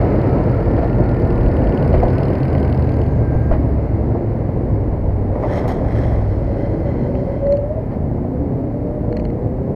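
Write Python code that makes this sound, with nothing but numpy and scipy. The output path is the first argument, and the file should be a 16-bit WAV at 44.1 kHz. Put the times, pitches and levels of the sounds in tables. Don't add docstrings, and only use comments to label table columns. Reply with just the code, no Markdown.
import sys
import numpy as np
from scipy import signal
from scipy.fft import rfft, irfft, next_fast_len
from scipy.io import wavfile
from scipy.ndimage import uniform_filter1d, map_coordinates

SR = 44100
rng = np.random.default_rng(int(sys.argv[2]) if len(sys.argv) > 2 else 0)


def generate_wav(sig):
    pcm = np.round(np.clip(np.atleast_2d(sig).T, -1, 1) * 32767).astype(np.int16)
    wavfile.write(sys.argv[1], SR, pcm)


N = 429975
TIME = np.arange(N) / SR
TAP_SCATTER_DB = 2.1

FIRING_PHASES = [.235, .82]
# (f/Hz, bandwidth/Hz, relative level/dB)
TWIN_PIPE_MODES = [(125, 67, 0), (250, 101, 0), (312, 110, -5.5), (567, 54, -16.5)]
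# (f/Hz, relative level/dB)
RUSH_SPECTRUM = [(500, -0.5), (1000, 8), (1500, 2.5), (2100, 2), (2500, -8.5), (3000, -15), (3400, -24.5),
                 (4400, -16), (5300, -24), (5900, -34.5), (6600, -31.5), (7500, -41.5), (12500, -38.5),
                 (16000, -45)]
# (f/Hz, relative level/dB)
CRACK_SPECTRUM = [(600, 0.5), (2000, 7), (3300, -2.5), (5000, 3), (6000, -10), (6700, 3.5), (7400, -14.5),
                  (9200, -9), (11500, -13.5), (12800, -5), (13700, -26), (16000, -37)]


def cruiser():
    # (t/s, f/Hz)
    cycle_rate = [(0, 17.63), (.45, 18.11), (1.05, 18.62), (1.65, 19.21), (2.25, 20), (2.85, 20.68),
                  (3.4, 21.51), (3.6, 21.4), (4.2, 19), (5.4, 16.5), (6.6, 10), (9.75, 10.1)]
    speed, = in_time(cycle_rate)
    cycles = np.cumsum(speed) / SR
    above_idle_hz = speed - 10
    beat = cruiser_exhaust(cycles, above_idle_hz)
    valve_clicks = firings(cycles, FIRING_PHASES, uneven_db=1.0)
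    ticks = valve_ticks(cycles, above_idle_hz)
    return beat + ticks + cooling_fins(valve_clicks) + gear_whine(cycles) + whistle()


def cruiser_exhaust(cycles, above_idle_hz):
    # (harmonic of the cycle rate, relative level/dB)
    harmonics = [(5, -4), (7, -4), (11, -10.5), (13, -12)]
    clutch_dip_db = 10.5 * swell(5.6, width_s=0.74)
    db = -30 + 0.16 * above_idle_hz - clutch_dip_db
    boom = sum(tone(round(k) * cycles, db + order_db, waver_db=-3.5) for k, order_db in harmonics)
    return boom + from_db(db) * exhaust(cycles, FIRING_PHASES, TWIN_PIPE_MODES, rough=0.15, muffler_hz=910)


def valve_ticks(cycles, above_idle_hz):
    # (f/Hz, stage bandwidth/Hz, front gain/dB, rear gain/dB)
    head_modes = [(2100, 650, 1, -8), (2830, 700, -13, -3.5), (4400, 900, -8.5, -8), (5100, 450, -17, -15),
                  (6900, 550, -27, -26), (9100, 800, -21, -19.5), (10700, 1000, -26, -24),
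                  (12600, 800, -26, -24)]
    # (t/s, opening from 0 to 1)
    throttle_curve = [(.6, 0.8), (1.2, 0.9), (2.65, 0.93), (3.05, 0.68), (3.25, 0)]
    heads = 0
    for cylinder, phase in enumerate(FIRING_PHASES):
        clicks = firings(cycles, [phase], uneven_db=1.0)
        taps = puffs(clicks, length_s=0.0024) + 0.51 * puffs(clicks, length_s=0.0047)
        for k, (hz, width, *db) in enumerate(head_modes):
            strength = from_db(db[cylinder] + TAP_SCATTER_DB * drift(40))
            heads = heads + (-1) ** k * strength * resonate_twice(taps, [(hz, width, 0)])
    throttle, = in_time(throttle_curve)
    return from_db(-97 + 2.0 * above_idle_hz + 30 * throttle) * level_out(heads)


def cooling_fins(valve_clicks):
    # (f/Hz, bandwidth/Hz, relative level/dB)
    fin_modes = [(4800, 200, 4), (9100, 200, 0.5), (11200, 220, 1), (12700, 220, 2.5)]
    # (start/s, end/s, level/dB, attack/s, release/s)
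    ringing = [(2.3, 3.1, -72.5, 2.8, 0.61), (3.3, 3.73, -71.5, .3, .15)]
    return spells(ringing) * level_out(resonate(puffs(valve_clicks, length_s=.012), fin_modes))


def gear_whine(cycles):
    # (multiple of the cycle rate, flutter/cycles, start/s, end/s, level/dB, attack/s, release/s)
    meshes = [(72.3, .15, 0, .55, -47, .3, .3), (75.6, .25, 0.6, 2.7, -46, .6, 0.9),
              (74.4, .1, 3.28, 3.5, -46.5, 0.3, .1)]
    return sum(spells([spell]) * tone(k * cycles + flutter * drift(100), 0, waver_db=2.0)
               for k, flutter, *spell in meshes)


def whistle(hz=1783):
    # (start/s, end/s, level/dB, attack/s, release/s)
    whistling = [(0.69, 1.8, -50, 0.33, .2)]
    return spells(whistling) * tone(hz * TIME + 0.25 * drift(99), 0, waver_db=1.5)


def passing_twin():
    # (t/s, f/Hz)
    cycle_rate = [(0, 24.8), (.7, 25.5), (1.1, 24.9), (2.25, 27.6), (3, 24.4), (3.85, 22), (4.4, 21.6),
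                  (5.35, 18.7), (5.7, 19.5), (6.0, 22.8), (6.25, 20.7), (6.5, 15.8)]
    # (harmonic of the cycle rate, relative level/dB on throttle, the same coasting)
    harmonics = [(2, -1, -11.5), (3, -5, -2.5), (4, -21, -14), (5, -6, -4)]
    # (start/s, end/s)
    closing = [2.15, 2.4]
    # (start/s, end/s, gain/dB, attack/s, release/s)
    runs = [(0, 2.1, -22, 0.38, .6), (2.4, 3.65, -19, 0.6, 1.4), (4.8, 5.33, -21, 1.8, 0.28),
            (5.97, 6.25, -18, 0.48, 0.7), (6.9, 10.1, -33, .3, 0.31)]
    speed, = in_time(cycle_rate)
    cycles = np.cumsum(speed) / SR + 0.022 * drift(11)
    coasting = np.interp(TIME, closing, [0, 1])
    throb_db = 0.45 * drift(25)
    boom = sum(tone(round(k) * cycles, throb_db + on_db + coasting * (off_db - on_db), waver_db=2.0)
               for k, on_db, off_db in harmonics)
    beat = from_db(-11) * exhaust(cycles, [0, .39], TWIN_PIPE_MODES, rough=.15, muffler_hz=806)
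    return spells(runs) * (boom + beat)


def bike_ahead():
    # (f/Hz, bandwidth/Hz, relative level/dB)
    pipe_modes = [(126, 52, 6), (292, 67, -1), (320, 58, -12.5), (510, 120, -9.5), (640, 150, -9)]
    # (harmonic of the cycle rate, relative level/dB)
    harmonics = [(4, 1), (8, 0), (12, -1.5), (16, -3.5)]
    # (f/Hz, gain/dB)
    pipe_response = [(100, -9), (140, -4), (200, -11), (250, -1.5), (295, .5), (320, -4.5), (345, -.5),
                     (385, -4.5), (425, -5), (490, -2), (540, -8), (610, -4), (660, -6)]
    speed, gain, bright_db = through_the_gears()
    cycles = np.cumsum(speed) / SR
    bark = from_db(0.5) * exhaust(cycles, [0], pipe_modes, rough=0.32, muffler_hz=730)
    for k, order_db in harmonics:
        pipe_db = np.interp(k * speed, *np.transpose(pipe_response))
        tilt_db = bright_db * np.clip(np.log2(k / 8), 0, .6)
        ragged_phase = round(k) * cycles + .07 * drift(36)
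        bark = bark + tone(ragged_phase, order_db - 2 + pipe_db + tilt_db, waver_db=1.5)
    return gain * bark


def through_the_gears():
    # (start/s, end/s, first f/Hz, last f/Hz, first gain/dB, swell/dB, tilt/(dB/octave))
    pulls = [(0, 2.08, 27, 31.2, -28, 3, 3), (3.95, 4.3, 27.5, 29, -30, 0, 6),
             (4.56, 4.85, 27.5, 36, -30, 0, 7), (5.201, 5.9, 24.4, 34, -29.5, 2, -5.5),
             (6.6, 7.2, 25.2, 32, -25, 0, -1), (7.97, 8.88, 26.7, 36, -24.5, 0, -11),
             (9.02, 9.19, 27.5, 28, -25, 1, -14), (9.22, 9.8, 28, 35, -27.5, 5.5, -1)]
    bow = .2
    gain = from_db(-37.5)
    course = []
    for start, end, low, high, db, swell_db, bright_db in pulls:
        for u in np.linspace(0, 1, 10):
            climb = u + bow * u * (1 - u)
            course.append((start + u * (end - start), low + (high - low) * climb, bright_db))
        level = from_db(db + swell_db * np.interp(TIME, [start, end], [0, 1]))
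        gain = np.maximum(gain, level * held(start, end, attack_s=.25, release_s=.25))
    speed, bright_db = in_time(course)
    return speed, gain, bright_db


def far_bike():
    # (t/s, f/Hz)
    cycle_rate = [(8.2, 32), (8.75, 39.2), (9.05, 40.3)]
    harmonics = [8, 12, 15]
    # (f/Hz, gain/dB)
    pipe_response = [(235, 1), (295, 2), (320, -8), (390, -16), (430, -7), (480, -3), (540, -12), (605, -1)]
    # (start/s, end/s, gain/dB, attack/s, release/s)
    run = [(8.45, 9.15, -30, .3, .2)]
    speed, = in_time(cycle_rate)
    cycles = np.cumsum(speed) / SR
    tones = 0
    for k in harmonics:
        pipe_db = np.interp(k * speed, *np.transpose(pipe_response))
        tones = tones + tone(k * cycles + 0.1 * drift(30), pipe_db, waver_db=-3.5)
    return spells(run) * tones


def crash():
    grit_db = 2.5 * np.minimum(rng.exponential(1, N // 30 + 1), 3).repeat(30)[:N]
    grit = rng.standard_normal(N) * from_db(grit_db)
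    return scraping(grit) + crunching_panels() + sizzling_metal() + crash_blows(grit[::-1])


def scraping(grit):
    # (start/s, end/s, level/dB, attack/s, release/s)
    scrapes = [(5.43, 5.48, -51, .08, 0.11), (5.53, 5.6, -43, 0.098, 0.13), (5.69, 5.72, -50, 0.07, .2),
               (5.96, 6.04, -47, 0.31, 0.47), (6.2, 6.45, -56.5, 0.5, 1.5)]
    # (f/Hz, relative level/dB)
    scrape_spectrum = [(500, 0), (1200, 15), (2200, 6.5), (3200, -9), (4500, -2.5), (5500, -5), (6000, -18),
                       (6700, -13), (7400, -21.5), (9500, -17.5), (11000, -27.5), (13000, -19),
                       (15000, -36)]
    # (start/s, end/s, level/dB, attack/s, release/s)
    drags = [(5.5, 5.64, -21.5, 0.39, 0.59), (5.8, 6.15, -26, .2, 0.33)]
    # (f/Hz, relative level/dB)
    drag_spectrum = [(120, 3.5), (320, 1), (620, 2), (1000, -13), (1400, -23), (2100, -26), (2800, -42.5)]
    return spells(scrapes) * colour(grit, scrape_spectrum) + spells(drags) * noise(drag_spectrum)


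def crunching_panels():
    # (start/s, end/s, level/dB, attack/s, release/s)
    crunches = [(5.53, 5.595, -39, .12, .1), (5.685, 5.72, -40, .02, .12), (5.93, 6.05, -44, .15, .3)]
    # (f/Hz, bandwidth/Hz, relative level/dB)
    frame_modes = [(1700, 300, 4), (2060, 220, 4), (3200, 220, -8), (4150, 220, -13), (5350, 200, -13),
                   (6700, 150, -21), (7900, 150, -23)]
    crackle = puffs(grains(per_s=1500, spread_db=0.0), length_s=0.0016)
    return spells(crunches) * resonate(crackle, frame_modes)


def sizzling_metal():
    # (start/s, end/s, level/dB, attack/s, release/s)
    slides = [(6.0, 6.8, -69, .2, 0.61), (7.12, 7.28, -68.5, 0.23, .25)]
    # (f/Hz, bandwidth/Hz, relative level/dB)
    metal_modes = [(4280, 250, 1), (4700, 250, 2.5), (5400, 180, -0.5), (6500, 210, -5.5),
                   (7900, 220, -10.5), (9200, 700, -10), (12600, 600, -12)]
    gain = spells(slides) * from_db(1.5 * drift(14))
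    return gain * resonate(grains(per_s=2300, spread_db=4.5), metal_modes)


def crash_blows(grit):
    # (t/s, crack level/dB, crack T60/s, knock level/dB)
    blows = [(5.355, -60, .08, -26), (5.424, -58, 0.06, -25), (5.435, -56, .08, -22),
             (5.567, -47.5, .13, -22), (5.652, -58, .05, -24), (5.679, -39.5, 0.15, -21.5),
             (5.716, -50, .07, -31)]
    # (f/Hz, bandwidth/Hz, relative level/dB)
    body_modes = [(583, 54, 12.5), (825, 320, 3), (1190, 330, -5.5), (1990, 290, -10)]
    cracks = sum(from_db(db) * dying(s, t60) for s, db, t60, _ in blows)
    knocks = sum(from_db(db) * dying(s, t60=0.15) for s, _, _, db in blows)
    body = low_pass(knocks * resonate(rng.standard_normal(N), body_modes), 2050, order=4)
    return cracks * colour(grit, CRACK_SPECTRUM) + body


def brake_howl():
    # (t/s, f/Hz)
    pitch = [(7.0, 560), (7.37, 550), (7.52, 568), (7.65, 574), (7.71, 610), (7.79, 648)]
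    # (t/s, half width/s, level/dB)
    grabs = [(7.1, .035, -29), (7.3, 0.04, -24.5), (7.455, 0.04, -19), (7.527, 0.035, -15),
             (7.62, 0.055, -22.5), (7.712, 0.015, -21), (7.78, 0.02, -22.5)]
    hz, = in_time(pitch)
    gain = sum(from_db(db) * swell(s, width) for s, width, db in grabs)
    return gain * tone(np.cumsum(hz) / SR + 0.08 * drift(55), 0, waver_db=1.0)


def brake_rub():
    # (start/s, end/s, level/dB, attack/s, release/s)
    braking = [(6.0, 7.37, -51.5, .2, 0.46)]
    # (f/Hz, bandwidth/Hz, relative level/dB)
    disc_modes = [(1470, 110, 3), (2036, 74, 7.5), (3130, 91, -7), (4200, 210, -13), (5430, 190, -19),
                  (6490, 99, -21.5)]
    # (start/s, end/s, level/dB, attack/s, release/s)
    pad_drag = [(2.99, 3.17, -72, 0.33, .05), (3.32, 3.48, -75, 0.058, 0.066)]
    # (f/Hz, stage bandwidth/Hz, relative level/dB)
    squeak_mode = [(6500, 70, 0)]
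    # (start/s, end/s, level/dB, attack/s, release/s)
    groaning = [(6.5, 7.65, -30.5, 0.3, 0.3)]
    # (f/Hz, stage bandwidth/Hz, relative level/dB)
    groan_mode = [(551.7, 57, 0)]
    singing = spells(braking) * from_db(3.4 * drift(16)) * resonate(rng.standard_normal(N), disc_modes)
    squeak = spells(pad_drag) * resonate_twice(rng.standard_normal(N), squeak_mode)
    groan = spells(groaning) * resonate_twice(rng.standard_normal(N), groan_mode)
    return singing + squeak + groan


def gearbox():
    # (t/s, level/dB, contact cutoff f/Hz)
    clacks = [(7.152, -49, 2400), (7.467, -50, 3000), (7.523, -47.5, 7000), (7.570, -50, 6000),
              (9.125, -47, 3000), (9.168, -46, 5500), (9.197, -50, 5000), (9.251, -47.5, 6000),
              (9.301, -52, 3400)]
    # (f/Hz, bandwidth/Hz, relative level/dB)
    casing_modes = [(670, 75, 24), (1300, 500, 6), (1970, 260, 15), (3000, 250, 2), (4200, 130, 10),
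                    (4750, 200, -5), (6450, 370, -15)]
    # (start/s, end/s, level/dB, attack/s, release/s)
    scuff = [(7.91, 7.95, -46.5, 0.048, 0.046)]
    shifts, age = np.zeros(N), np.arange(SR // 10) / SR
    for s, db, contact_hz in clacks:
        blow = rng.standard_normal(len(age)) * (np.exp(-age / .0022) + .1 * np.exp(-age / .014))
        casing = [(hz, width, mode_db + TAP_SCATTER_DB * rng.standard_normal())
                  for hz, width, mode_db in casing_modes]
        at = round(s * SR)
        shifts[at:at + len(age)] += from_db(db) * resonate(low_pass(blow, contact_hz), casing)
    return shifts + spells(scuff) * noise(RUSH_SPECTRUM)


def bumps():
    # (t/s, thud level/dB, knock level/dB, rattle level/dB)
    jolts = [(0.778, -23, -18, -32), (0.829, -19, -19.5, -32.5), (1.939, -17, -15, -28.5),
             (2.028, -21, -10.5, -40), (2.198, -25, -21, -49), (3.348, -11, -27, -57),
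             (3.512, -3, -15, -34), (3.527, -29, -36, -32.5), (4.15, -30, -21, -52)]
    # (f/Hz, relative level/dB, nominal T60/s)
    fork_modes = [(337, -11.5, 0.23), (477, 1, 0.074), (651, 6.5, 0.031), (890, -10, 0.0064)]
    # (t/s, level/dB)
    snaps = [(2.031, -46), (2.036, -43), (3.516, -49), (3.522, -48)]
    thud = sum(from_db(db) * dying(s, t60=0.15) * np.sin(2 * np.pi * 31 * (TIME - s))
               for s, db, _, _ in jolts)
    knock = sum(from_db(db) * dying(s, t60=0.17) for s, _, db, _ in jolts)
    rattle = sum(from_db(db) * dying(s, t60=0.16) for s, _, _, db in jolts)
    snap = sum(from_db(db) * dying(s, t60=0.015) for s, db in snaps)
    forks = resonate(rng.standard_normal(N), [(hz, 2.5 / t60, db) for hz, db, t60 in fork_modes])
    fittings = low_pass(rattle * noise(RUSH_SPECTRUM), 4400) + snap * noise(CRACK_SPECTRUM)
    return low_pass(thud + knock * forks, 1000, order=4) + fittings


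def wind_and_road():
    # (t/s, level/dB)
    rush_levels = [(0, -35), (1.05, -40), (2.15, -37), (3.2, -42.5), (5.1, -47), (6.6, -45.5), (7.7, -49),
                   (9.75, -50)]
    # (t/s, half width/s, level/dB)
    gust_peaks = [(.8, 0.073, -19), (1.42, 0.11, -19.5), (2.01, 0.076, -14), (5.0, 0.35, -24),
                  (5.82, 0.28, -22.5)]
    # (f/Hz, relative level/dB)
    buffet_spectrum = [(10, -20.5), (22, -11.5), (34, -2), (50, -2.5), (90, -12), (200, -41)]
    # (f/Hz, relative level/dB)
    roar_spectrum = [(30, -28), (50, -3.5), (110, 9.5), (170, -1.5), (320, 0), (430, -3), (620, -5.5),
                     (800, -13), (1000, -19), (1300, -37.5), (2500, -52)]
    rush_db, = in_time(rush_levels)
    swing_db = rush_db + 45
    gusts = sum(from_db(db) * swell(s, width) for s, width, db in gust_peaks)
    buffet = np.hypot(from_db(-30 + 0.51 * np.minimum(swing_db, 0)), gusts) * noise(buffet_spectrum)
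    roar = from_db(-21 + 0.65 * swing_db + 1.1 * drift(22)) * noise(roar_spectrum)
    rush = from_db(rush_db) * noise(RUSH_SPECTRUM)
    hiss = from_db(-71.5) * noise([(3000, -4.0), (15000, -4.5)])
    return buffet + roar + rush + hiss


def exhaust(cycles, phases, pipe, rough, muffler_hz):
    clicks = firings(cycles, phases, uneven_db=0.0)
    ringing = resonate(clicks + rough * puffs(clicks, length_s=0.0033), pipe)
    return level_out(low_pass(ringing, muffler_hz, order=4))


def firings(cycles, phases, uneven_db):
    clicks = np.zeros(N)
    for phase in phases:
        at = np.flatnonzero(np.diff(np.floor(cycles - phase)) > 0)
        clicks[at] += from_db(uneven_db * rng.standard_normal(600)[:len(at)])
    return clicks


def grains(per_s, spread_db):
    sizes = from_db(spread_db * np.minimum(rng.exponential(1, N), 4)) * rng.choice([-1, 1], N)
    return sizes * (rng.random(N) < per_s / SR)


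def puffs(clicks, length_s):
    r = np.exp(-1 / (length_s * SR))
    return signal.lfilter([np.sqrt(1 - r * r)], [1, -r], clicks + 1e-18) * rng.choice([-1, 1], N)


def tone(cycles, db, waver_db):
    return np.sqrt(2) * from_db(db + waver_db * drift(9)) * np.sin(2 * np.pi * (cycles + rng.random()))


def resonate(x, modes):
    total = 0
    for k, (hz, width, db) in enumerate(modes):
        r = np.exp(-np.pi * width / SR)
        poles = [1, -2 * r * np.cos(2 * np.pi * hz / SR), r * r]
        gain = (-1) ** k * from_db(db) * (1 - r * r) / 2
        total = total + gain * signal.lfilter([1, 0, -1], poles, x + 1e-18)
    return rms_one(total)


def resonate_twice(x, modes):
    return resonate(resonate(x, modes), modes)


def colour(x, spectrum):
    hz, db = np.transpose(spectrum)
    size = next_fast_len(N + 8000)
    bins = np.maximum(np.fft.rfftfreq(size, 1 / SR), 1)
    gain = from_db(np.interp(np.log(bins), np.log(hz), db))
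    skirts = np.minimum(1, bins / hz[0]) ** 2 * np.minimum(1, hz[-1] / bins) ** 2
    return rms_one(irfft(rfft(x, size) * gain * skirts, size)[:N])


def noise(spectrum):
    return colour(rng.standard_normal(N), spectrum)


def low_pass(x, hz, order=2):
    return signal.sosfilt(signal.butter(order, min(hz, SR / 3), fs=SR, output="sos"), x + 1e-18)


def spells(rows):
    return np.sqrt(sum((from_db(db) * held(start, end, attack, release)) ** 2
                       for start, end, db, attack, release in rows))


def held(start, end, attack_s, release_s):
    decades = np.maximum(start - TIME, 0) / attack_s + np.maximum(TIME - end, 0) / release_s
    return 10.0 ** -np.minimum(decades, 10)


def dying(at, t60):
    age = TIME - at
    return (age >= 0) * np.exp(-np.log(1000) * np.clip(age / t60, 0, 10))


def swell(at, width_s):
    return np.exp(-np.minimum(((TIME - at) / width_s) ** 2, 20))


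def drift(rate):
    steps = np.arange(0, N + 50, 50) / SR
    curve = map_coordinates(rng.standard_normal(1000), [steps * rate], order=3, mode="wrap")
    return np.interp(TIME, steps, curve)


def in_time(rows):
    s, *columns = np.transpose(rows)
    return [np.interp(TIME, s, column) for column in columns]


def level_out(x):
    return x / np.sqrt(np.abs(uniform_filter1d(x * x, SR // 3)) + 1e-9)


def rms_one(x):
    return x / np.sqrt(np.mean(x ** 2) + 1e-20)


def from_db(db):
    return 10 ** (np.asarray(db) / 20)


def scene():
    engines = cruiser() + passing_twin() + bike_ahead() + far_bike()
    events = crash() + brake_howl() + brake_rub() + gearbox() + bumps()
    return (engines + events + wind_and_road())[None]


def record(dry):
    fade_s, ceiling, cutoff_hz = .004, .75, 15700
    from_edge_s = np.minimum(TIME, TIME[::-1])
    faded = dry * np.sin(np.pi / 2 * np.minimum(from_edge_s / fade_s, 1)) ** 2
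    rounded = faded / (1 + (faded / ceiling) ** 6) ** (1 / 6)
    return signal.sosfilt(signal.ellip(10, .1, 80, cutoff_hz, fs=SR, output="sos"), rounded)


dry = scene()
out = record(dry)
generate_wav(out)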